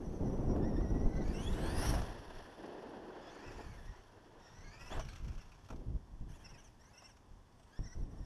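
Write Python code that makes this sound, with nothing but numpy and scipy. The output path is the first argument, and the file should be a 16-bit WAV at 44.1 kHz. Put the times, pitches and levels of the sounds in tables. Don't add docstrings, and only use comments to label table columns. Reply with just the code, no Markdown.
import sys
import numpy as np
from scipy import signal
from scipy.fft import rfft, irfft, next_fast_len
from scipy.io import wavfile
from scipy.ndimage import uniform_filter1d, map_coordinates

SR = 44100
rng = np.random.default_rng(int(sys.argv[2]) if len(sys.argv) > 2 else 0)


def wrap_up_sound(samples):
    columns = np.atleast_2d(samples).T
    tamed = np.clip(columns, -1, 1)
    steps = np.round(tamed * 32767).astype(np.int16)
    wavfile.write(sys.argv[1], SR, steps)


N = 363825
TOP_HZ = 15000

# frequency in Hz, density in dB.
LOOSE_PARTS = [(590, -24), (1000, -1), (1350, 4), (1860, -9), (2300, -1.5), (2700, -2), (3350, -6),
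               (3870, -10.5), (4500, -8), (5000, -12), (5600, -1), (6500, -8.5), (7380, -15), (8100, -14.5),
               (8800, -26), (11300, -20), (12700, -21), (14000, -60)]
LAWN = (-52, -82, -65, 1)
CONCRETE = (-41, -44.5, -54.5, 0)
ASPHALT = (-47.5, -50, -76.5, 0.5)
AIR = (-50.5, -79, -79, 0)


def amp(db):
    return 10 ** (np.asarray(db) / 20)


def unit(x):
    return x / np.sqrt(np.mean(x ** 2) + 1e-20)


def wobble(rate):
    knots = rng.standard_normal(int(N * rate / SR) + 4)
    return map_coordinates(knots, [np.arange(N) * rate / SR])


def filtered(x, response):
    size = next_fast_len(N + SR // 2)
    return irfft(rfft(x, size) * response(np.fft.rfftfreq(size, 1 / SR)), size)[:N]


def coloured(x, spectrum):
    points_hz, db = np.transpose(spectrum)
    return filtered(x, lambda hz: amp(np.interp(np.log(hz + 1), np.log(points_hz + 1), db)))


def noise(spectrum):
    return unit(coloured(rng.standard_normal(N), spectrum))


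def envelope(start, length, attack, release):
    t = np.maximum(np.arange(N) / SR - start, 0)
    return (1 - np.exp(-t / attack)) * np.exp(-np.maximum(t - length, 0) / release)


def swells(rows, rise_share, release_s):
    power = sum(np.outer(amp(dbs), envelope(start, length, rise_share * length, release_s)) ** 2
                for start, length, *dbs in rows)
    return np.sqrt(power)


def street(level_db=-66):
    # frequency in Hz, density in dB.
    traffic = [(59, -14), (100, 2), (149, -10), (222, -6.5), (556, -15), (1020, -12), (1370, -23),
               (1760, -23), (2360, -30), (3510, -27.5), (3900, -34.5), (5680, -27.5), (7300, -35),
               (12100, -41.5), (14900, -62)]
    return amp(level_db) * noise(traffic)


def wind(breeze_db=-64.5):
    # start in seconds, length in seconds, buffeting in dB, roar in dB.
    gusts = [(0, 0.18, -44.5, -45), (1.04, 0.93, -39.5, -42), (.19, .67, -37, -38), (.49, 0.14, -37, -37),
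             (.9, 0.16, -33, -38.5), (1.77, 0.25, -39, -67), (1.98, 0.22, -46, -57),
             (2.28, 0.12, -50.5, -77), (3.45, 0.45, -49.5, -81), (4.5, 0.39, -54, -73),
             (4.91, 0.22, -43.5, -63.5), (5.2, 0.12, -40, -60), (5.35, 0.29, -53, -92),
             (5.7, 0.13, -45, -54), (5.86, 0.1, -38.5, -57), (6.08, 0.059, -48.5, -67),
             (6.21, 0.1, -44.5, -62), (6.35, 0.24, -56, -66.5), (7.31, 0.075, -54, -83),
             (7.792, 0.026, -37.5, -55.5), (7.95, 0.073, -38, -56.5), (8.05, 0.17, -45.5, -58)]
    # frequency in Hz, density in dB.
    rumble_spectrum = [(11, -49), (18, 4.5), (46, -2), (140, -11), (350, -31), (460, -40), (770, -120)]
    # frequency in Hz, density in dB.
    roar_spectrum = [(60, -3), (120, -2.5), (200, 0), (300, -1), (400, -5.5), (550, -11), (800, -16.5),
                     (1050, -24.5), (1400, -34), (3000, -53), (6000, -120)]
    buffet, flow = swells(gusts, rise_share=0.014, release_s=0.042)
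    rumble = unit(noise(rumble_spectrum) * amp(3 * wobble(30)))
    roar = unit(noise(roar_spectrum) * amp(1.2 * wobble(60)))
    return np.hypot(buffet, amp(breeze_db)) * rumble + flow * roar


def house_echo(x, level_db=-17, t60=0.25, delay_s=0.024):
    t = np.arange(SR // 2) / SR
    tail = rng.standard_normal(len(t)) * amp(-60 * t / t60) * (t > delay_s)
    return amp(level_db) * signal.fftconvolve(x, tail / np.linalg.norm(tail))[:N]


def controller(switch_hz=8113):
    # start in seconds, end in seconds, level in dB.
    spells = [(6.27, 6.66, -88), (6.76, 6.9, -94), (7.57, 7.9, -87), (7.9, 8.25, -91)]
    t = np.arange(N) / SR
    gate = sum(amp(db) * ((t > start) & (t < end)) for start, end, db in spells)
    whistle = unit(amp(2.7 * wobble(80)) * np.sin(2 * np.pi * switch_hz * t))
    return uniform_filter1d(gate, size=1800) * whistle


def knocks(contact_s=0.002, thud_db=-7, clack_db=-9, thud_t60=0.063, clack_t60=0.059):
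    # start in seconds, level in dB, thud offset in dB, clack offset in dB.
    blows = [(0.56, -35, 3, -32), (0.807, -40, 2, -25), (0.95, -43, -7, -28), (1.276, -42, -14, -2),
             (1.937, -24.5, -2, -11), (1.963, -33, 3, -27), (2.016, -31.5, -4.5, -7), (2.303, -37, -2, -24),
             (2.333, -51, -12, -5), (2.358, -48, -12, -5), (2.44, -52, -7, -10), (3.062, -43, 0, -25),
             (3.103, -43, 2, -25), (4.919, -32, -2, -14), (4.94, -41, -8, -24), (4.973, -35, -5, -22),
             (4.994, -31.5, -1, -5), (5.049, -42, -17, -1.5), (5.086, -44.5, -20, 2),
             (5.131, -44.5, -23, -1), (5.157, -43, -26, 0.5), (5.244, -46, -16, -2), (5.28, -45, -23, 0),
             (5.349, -48, -20, -3), (5.378, -47, -6, -1), (5.412, -48.5, -16, -2.5),
             (5.517, -49.5, -18, -1.5), (5.645, -51, -20, 0), (5.686, -47, -1, 0), (5.702, -35, -1, -9),
             (5.724, -43.5, 3, -10), (5.759, -51, -6, -0.5), (7.02, -49, 1, -1), (7.167, -50.5, -13, -2),
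             (7.318, -53, -4, -8), (7.595, -49.5, -8, -5.5), (7.63, -55.5, -10, 0)]
    # frequency in Hz, width in Hz, gain in dB.
    modes = [(628, 82, 10.5), (1110, 390, 0.5), (1556, 4.5, 8)]

    def chassis(hz):
        return sum((-1) ** k * amp(db) * 1j * hz * width / (centre ** 2 - hz ** 2 + 1j * hz * width)
                   for k, (centre, width, db) in enumerate(modes))

    t = np.arange(SR // 3) / SR
    thud_gain, clack_gain = np.zeros((2, N + SR))
    give = 1 - np.exp(-t / contact_s)
    for start, db, thud_offset, clack_offset in blows:
        first = round(start * SR)
        thud_gain[first:first + len(t)] += give * amp(db + thud_offset - 60 * t / thud_t60)
        clack_gain[first:first + len(t)] += give * amp(db + clack_offset - 60 * t / clack_t60)
    thud = thud_gain[:N] * unit(filtered(rng.standard_normal(N), chassis))
    clack = clack_gain[:N] * noise(LOOSE_PARTS)
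    return amp(thud_db) * thud + amp(clack_db) * clack


def ground(crossing_s=0.2):
    # time of crossing in seconds, surface.
    route = [(0, LAWN), (1.22, CONCRETE), (2.05, ASPHALT), (5.03, AIR), (5.7, LAWN)]
    t = np.arange(N) / SR
    under = np.outer(route[0][1], np.ones(N))
    for (_, old), (when, new) in zip(route, route[1:]):
        crossed = np.clip((t - when) / crossing_s + .5, 0, 1)
        under += np.outer(np.subtract(new, old), crossed)
    return under


def tyres(ground_db, octaves, spin):
    # start and length in seconds, then rolling, drumming and grit in dB.
    skids = [(1.55, 0.2, -35.5, -36.5, -74), (1.76, 0.14, -31.5, -60, -36.5), (2.56, 0.62, -42, -34.5, -84),
             (3.1, 0.53, -39.5, -37.5, -81), (3.46, 0.41, -51, -67, -57.5), (4.13, 0.27, -47.5, -46.5, -87),
             (6.42, 0.15, -45.5, -73, -73), (4.79, 0.2, -45, -61, -53), (4.9, 0.081, -29.5, -33.5, -67)]
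    # frequency in Hz, density in dB.
    tread = [(180, -27), (300, -8.5), (716, 0), (775, -1), (1010, -0.5), (1180, -9), (1750, -5),
             (2300, -20), (2700, -14.5), (3400, -15.5), (3900, -24.5), (4500, -20.5), (5670, -27.5),
             (7000, -34), (9100, -59), (15400, -120)]
    # frequency in Hz, density in dB.
    carcass = [(71, -46), (120, -22), (193, -5), (236, -4.5), (270, -2.5), (360, 1.5), (725, -8.5),
               (873, -11.5), (1160, -19), (1400, -44), (1820, -50), (3080, -120)]
    # frequency in Hz, density in dB.
    spray = [(4120, -9), (6000, -1), (6800, -18), (8000, -12), (8800, -8.5), (9800, -2.5), (10400, -6),
             (11200, -5), (12200, -11), (14900, -32)]
    roll_db, drum_db, grit_db = ground_db
    skid_roll, skid_drum, skid_grit = swells(skids, rise_share=0.063, release_s=0.032)
    roll_gain = amp(-1.5) * np.hypot(amp(roll_db + 4 * octaves + 6 * spin), skid_roll)
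    drum_gain = np.hypot(amp(drum_db + 4 * octaves), skid_drum)
    grit_gain = amp(-2) * np.hypot(amp(grit_db + 8 * octaves + 9 * spin), skid_grit)
    bumps = amp(1.5 * wobble(70))
    roll = roll_gain * unit(bumps * noise(tread))
    drum = drum_gain * unit(bumps * noise(carcass))
    grains = amp(2 * wobble(790))
    grit = grit_gain * unit(bumps * grains * noise(spray))
    return roll + drum + grit


def coasting(octaves, pull, turf, level_db=-57):
    # frequency in Hz, density in dB.
    hollow_shell = [(1000, -20), (1700, -3), (2350, -14), (2720, 0), (3050, -5), (3420, 3), (3880, -13),
                    (4450, -3), (4950, -6), (5500, 0), (5900, -5), (6400, -19), (8400, -21), (9900, -9),
                    (10700, -13), (11300, -12), (13500, -36)]
    clatter = amp(2.8 * wobble(110) + 2.2 * wobble(500))
    gain = amp(level_db + 4 * octaves - 3 * pull - 4 * turf)
    return gain * unit(clatter * noise(hollow_shell))


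def rattle(gain, trim_db=-1):
    shake = amp(2.6 * wobble(240) + 1.3 * wobble(45))
    return amp(trim_db) * gain * unit(shake * noise(LOOSE_PARTS))


def motor(idle_hz=1300, attack_s=.005, release_s=.018, rattle_release_s=0.13):
    # start and end in seconds, pinion mesh from and to in Hz, run-down time constant in
    # seconds, final whine in dB, swell in dB, rattle in dB, roughness, and the strain that brings out
    # the overtones in dB per multiple of the mesh.
    squeezes = [ (0, .55, 2030, 1960, 1.9, -60, -1, -56, 1.6, 6),
                (.55, 1.12, 1790, 2000, 1.9, -47, 3, -54, .9, 1.3),
                (1.125, 1.235, 1990, 1930, 1.9, -40.5, 3, -51, 1.1, -1.5),
                (1.24, 1.33, 2200, 2420, 1.9, -45.5, 0, -49, 1.1, 1),
                (1.335, 1.49, 2600, 3480, .9, -44.5, -3, -46, 1, 1.5),
                (1.49, 1.655, 3500, 4220, .9, -45, 1, -45, 1.1, .5),
                (1.655, 1.74, 4280, 4780, .9, -42, -1, -46, .6, -.5),
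                (1.74, 1.83, 4780, 5150, .9, -41, 1, -44, .9, 1.5),
                (1.83, 1.895, 5400, 5750, .9, -40.5, 0, -44, 1.3, 0),
                (1.895, 1.96, 5750, 5200, .9, -50, -7, -47, 1.5, 1),
                (3.21, 3.3, 1660, 1750, 1.5, -52.5, 0, -53, 1.2, 4),
                (3.3, 3.38, 2100, 2300, 1.5, -51, 0, -52, 1.6, 4),
                (3.38, 3.55, 2330, 2600, 1.1, -47, 2, -49.5, 2.2, -1.5),
                (3.55, 3.74, 2500, 2200, .9, -50, -4, -52, 1.7, .5),
                (3.77, 4, 1720, 2020, .9, -56, -3, -54, 1.7, 1.5),
                (4.39, 4.55, 1800, 1880, 1.5, -54.5, 3, -52, 1.3, 4.5),
                (4.55, 4.62, 1930, 2020, 1.5, -49, 1, -51, 1, 4),
                (4.62, 4.7, 2060, 2200, 1.5, -45, 2, -50, .9, 2),
                (4.7, 4.78, 2220, 2420, 1.5, -43.5, 0, -49, 1, -.5),
                (4.78, 4.9, 2470, 2620, 1.5, -42.5, 0, -47, 1.8, -2),
                (4.901, 4.965, 3100, 4000, .1, -41, 0, -43, 1.4, 0),
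                (4.995, 5.02, 2820, 3020, .5, -40, 0, -46, .8, -1),
                (5.051, 5.6, 2900, 2600, .9, -71, -17.5, -54, 1.75, -3),
                (5.083, 5.093, 4450, 4205, 1.96, -41.5, -2, -50, 1.4, -8),
                (5.151, 5.18, 4300, 2806, 3, -47, -5, -50, 1.8, -7),
                (5.28, 5.3, 3000, 2500, .6, -50, -2, -54, 1.8, -4),
                (5.378, 5.42, 3100, 2600, .6, -52, -2, -55, 1.8, -4),
                (5.516, 5.53, 2700, 2500, .6, -52, -2, -58, 1.8, -4),
                (6.286, 6.32, 3400, 2800, .3, -52, 0, -55, 2.4, 1),
                (6.32, 6.36, 2850, 3400, .3, -49, 2, -54, 2.2, 1),
                (6.39, 6.425, 3050, 3200, .3, -50, 0, -54, 2.4, 0),
                (6.435, 6.465, 2800, 2550, .5, -46, 2, -53, 2, 0),
                (6.485, 6.512, 2650, 2750, .3, -43, 2, -53, 1.8, -1),
                (6.535, 6.555, 2750, 2600, .4, -44, -2, -53, 1.8, -1),
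                (6.572, 6.605, 2650, 2950, .3, -46, -2, -52, 2.1, -.5),
                (6.635, 6.68, 3300, 2650, .3, -53.5, -3, -58, 2.2, 3),
                (6.79, 6.815, 1680, 1930, .5, -51, 5, -60, .7, 6),
                (6.825, 6.92, 2050, 2260, .5, -52, 1, -58, 1.5, 4.5),
                (6.93, 7, 2600, 2950, .13, -45, 0, -54, 1, 2),
                (7.028, 7.065, 2660, 2780, .4, -44, 2, -53, 1.3, 2),
                (7.083, 7.1, 3300, 3100, .15, -47, 0, -54, 1.8, 3),
                (7.66, 7.79, 1300, 1870, 1, -50.5, 3, -54, 1.6, 5),
                (7.79, 7.857, 1870, 1740, .4, -52.5, -1, -54, 1.8, 5),
                (7.857, 7.945, 2020, 1930, .6, -49, -2, -57, .9, 5.5),
                (7.96, 8.03, 2020, 1900, .5, -55, -1, -59, 1.3, 5.5),
                (8.1, 8.25, 1980, 1820, 1.9, -56, -2, -60, 1.5, 5)]
    t = np.arange(N) / SR
    mesh_hz, rough, strain_db, pull, whine_gain, rattle_gain = np.zeros((6, N))
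    for start, end, from_hz, to_hz, run_down, whine_db, swell_db, rattle_db, roughness, strain in squeezes:
        done = np.clip((t - start) / (end - start), 0, 1)
        slowing = np.exp(-np.maximum(t - end, 0) / run_down)
        ramp_hz = (from_hz + (to_hz - from_hz) * done) * slowing
        since = t >= start
        mesh_hz[since], rough[since], strain_db[since] = ramp_hz[since], roughness, strain
        shaken = envelope(start, end - start, attack_s, rattle_release_s)
        load = envelope(start, end - start, attack_s, release_s)
        pull = np.maximum(pull, load)
        whine_gain = np.maximum(whine_gain, load * amp(whine_db + swell_db * (done - 1)))
        rattle_gain = np.maximum(rattle_gain, shaken * amp(rattle_db + swell_db * (done - 1) / 2))
    return np.maximum(mesh_hz, idle_hz), rough, strain_db, pull, whine_gain, rattle_gain


def gears(mesh_hz, rough, strain_db, turf, pinion_teeth=11, bounce=.014, tuft_drag=.022, play=.015):
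    # multiple of the pinion mesh, level in dB.
    partials = [(.382, -5), (.545, -6), (.765, -4.5), (1, 0), (1.09, -12), (2, -4.5), (2.19, -14),
                (2.73, -18), (3, -12.5), (4, -25)]
    # frequency in Hz, gain in dB.
    shell = [(500, -12), (950, -3), (1300, -1), (1450, -2), (1650, 4.5), (1950, 0), (2250, -4), (2650, 0),
             (3000, -1), (3380, 5), (3600, -2), (3870, -11), (4450, 0), (5000, -2), (5500, 6), (6100, 3),
             (6600, -3), (7150, -2), (7600, -7), (8200, -2), (9000, -2), (9800, 5), (10350, -5),
             (11200, -2), (12500, -12), (14000, -30)]
    # frequency in Hz, gain in dB.
    grass = [(1000, -3), (1600, -1), (1950, 0), (2700, 0), (3100, -4), (3500, -6), (4200, -5), (5000, 1),
             (5600, 3), (6300, 3), (8000, 2), (10000, -9), (11500, -2)]
    labouring = np.clip(turf, 0, 1)
    speed_hz = mesh_hz * (1 + bounce * rough * wobble(70) + tuft_drag * labouring * wobble(34))
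    stutter = unit(amp(2 * wobble(60) + 3 * labouring * wobble(28)))
    shaft_angle = 2 * np.pi * np.cumsum(speed_hz) / SR / pinion_teeth
    slack = rough * (1 - labouring / 2)
    whine = np.zeros(N)
    for multiple, db in partials:
        hz = multiple * speed_hz * (1 + play * slack * wobble(600))
        swing = .33 * slack * min(multiple, 2) * np.sin(shaft_angle + wobble(40))
        flutter = amp(2.8 * wobble(190) + 1.8 * wobble(30))
        tone = unit(flutter * np.sin(2 * np.pi * np.cumsum(hz) / SR + swing))
        whine += amp(db + max(multiple - 1, 0) * strain_db) * (hz < TOP_HZ) * tone
    ring = coloured(whine, shell)
    return stutter * ((1 - labouring) * ring + labouring * coloured(ring, grass))


def scene(cruise_hz=2090):
    # time in seconds, distance from the microphone in metres.
    path = [(0, 10.2), (1, 10), (1.5, 6.4), (1.87, 4.76), (2.1, 3.37), (2.5, 3.85), (3.1, 7.03), (4.2, 8.7),
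            (4.9, 9.5), (5.7, 9.9), (7, 17), (8.25, 17)]
    metres = np.interp(np.arange(N) / SR, *np.transpose(path))
    mesh_hz, rough, strain_db, pull, whine_gain, rattle_gain = motor()
    *ground_db, turf = ground()
    octaves = np.log2(mesh_hz / cruise_hz)
    jolts = unit(amp(0.06 * wobble(170)))
    whine = whine_gain * gears(mesh_hz, rough, strain_db, turf)
    gearbox = jolts * (whine + rattle(rattle_gain) + coasting(octaves, pull, turf))
    wheels = tyres(ground_db, octaves, spin=turf * pull)
    truck = (gearbox + wheels) / metres + knocks() + controller()
    return (truck + house_echo(truck) + wind() + street())[None]


def record(dry):
    return filtered(dry[0], lambda hz: hz < TOP_HZ)[None]


dry = scene()
out = record(dry)
wrap_up_sound(out)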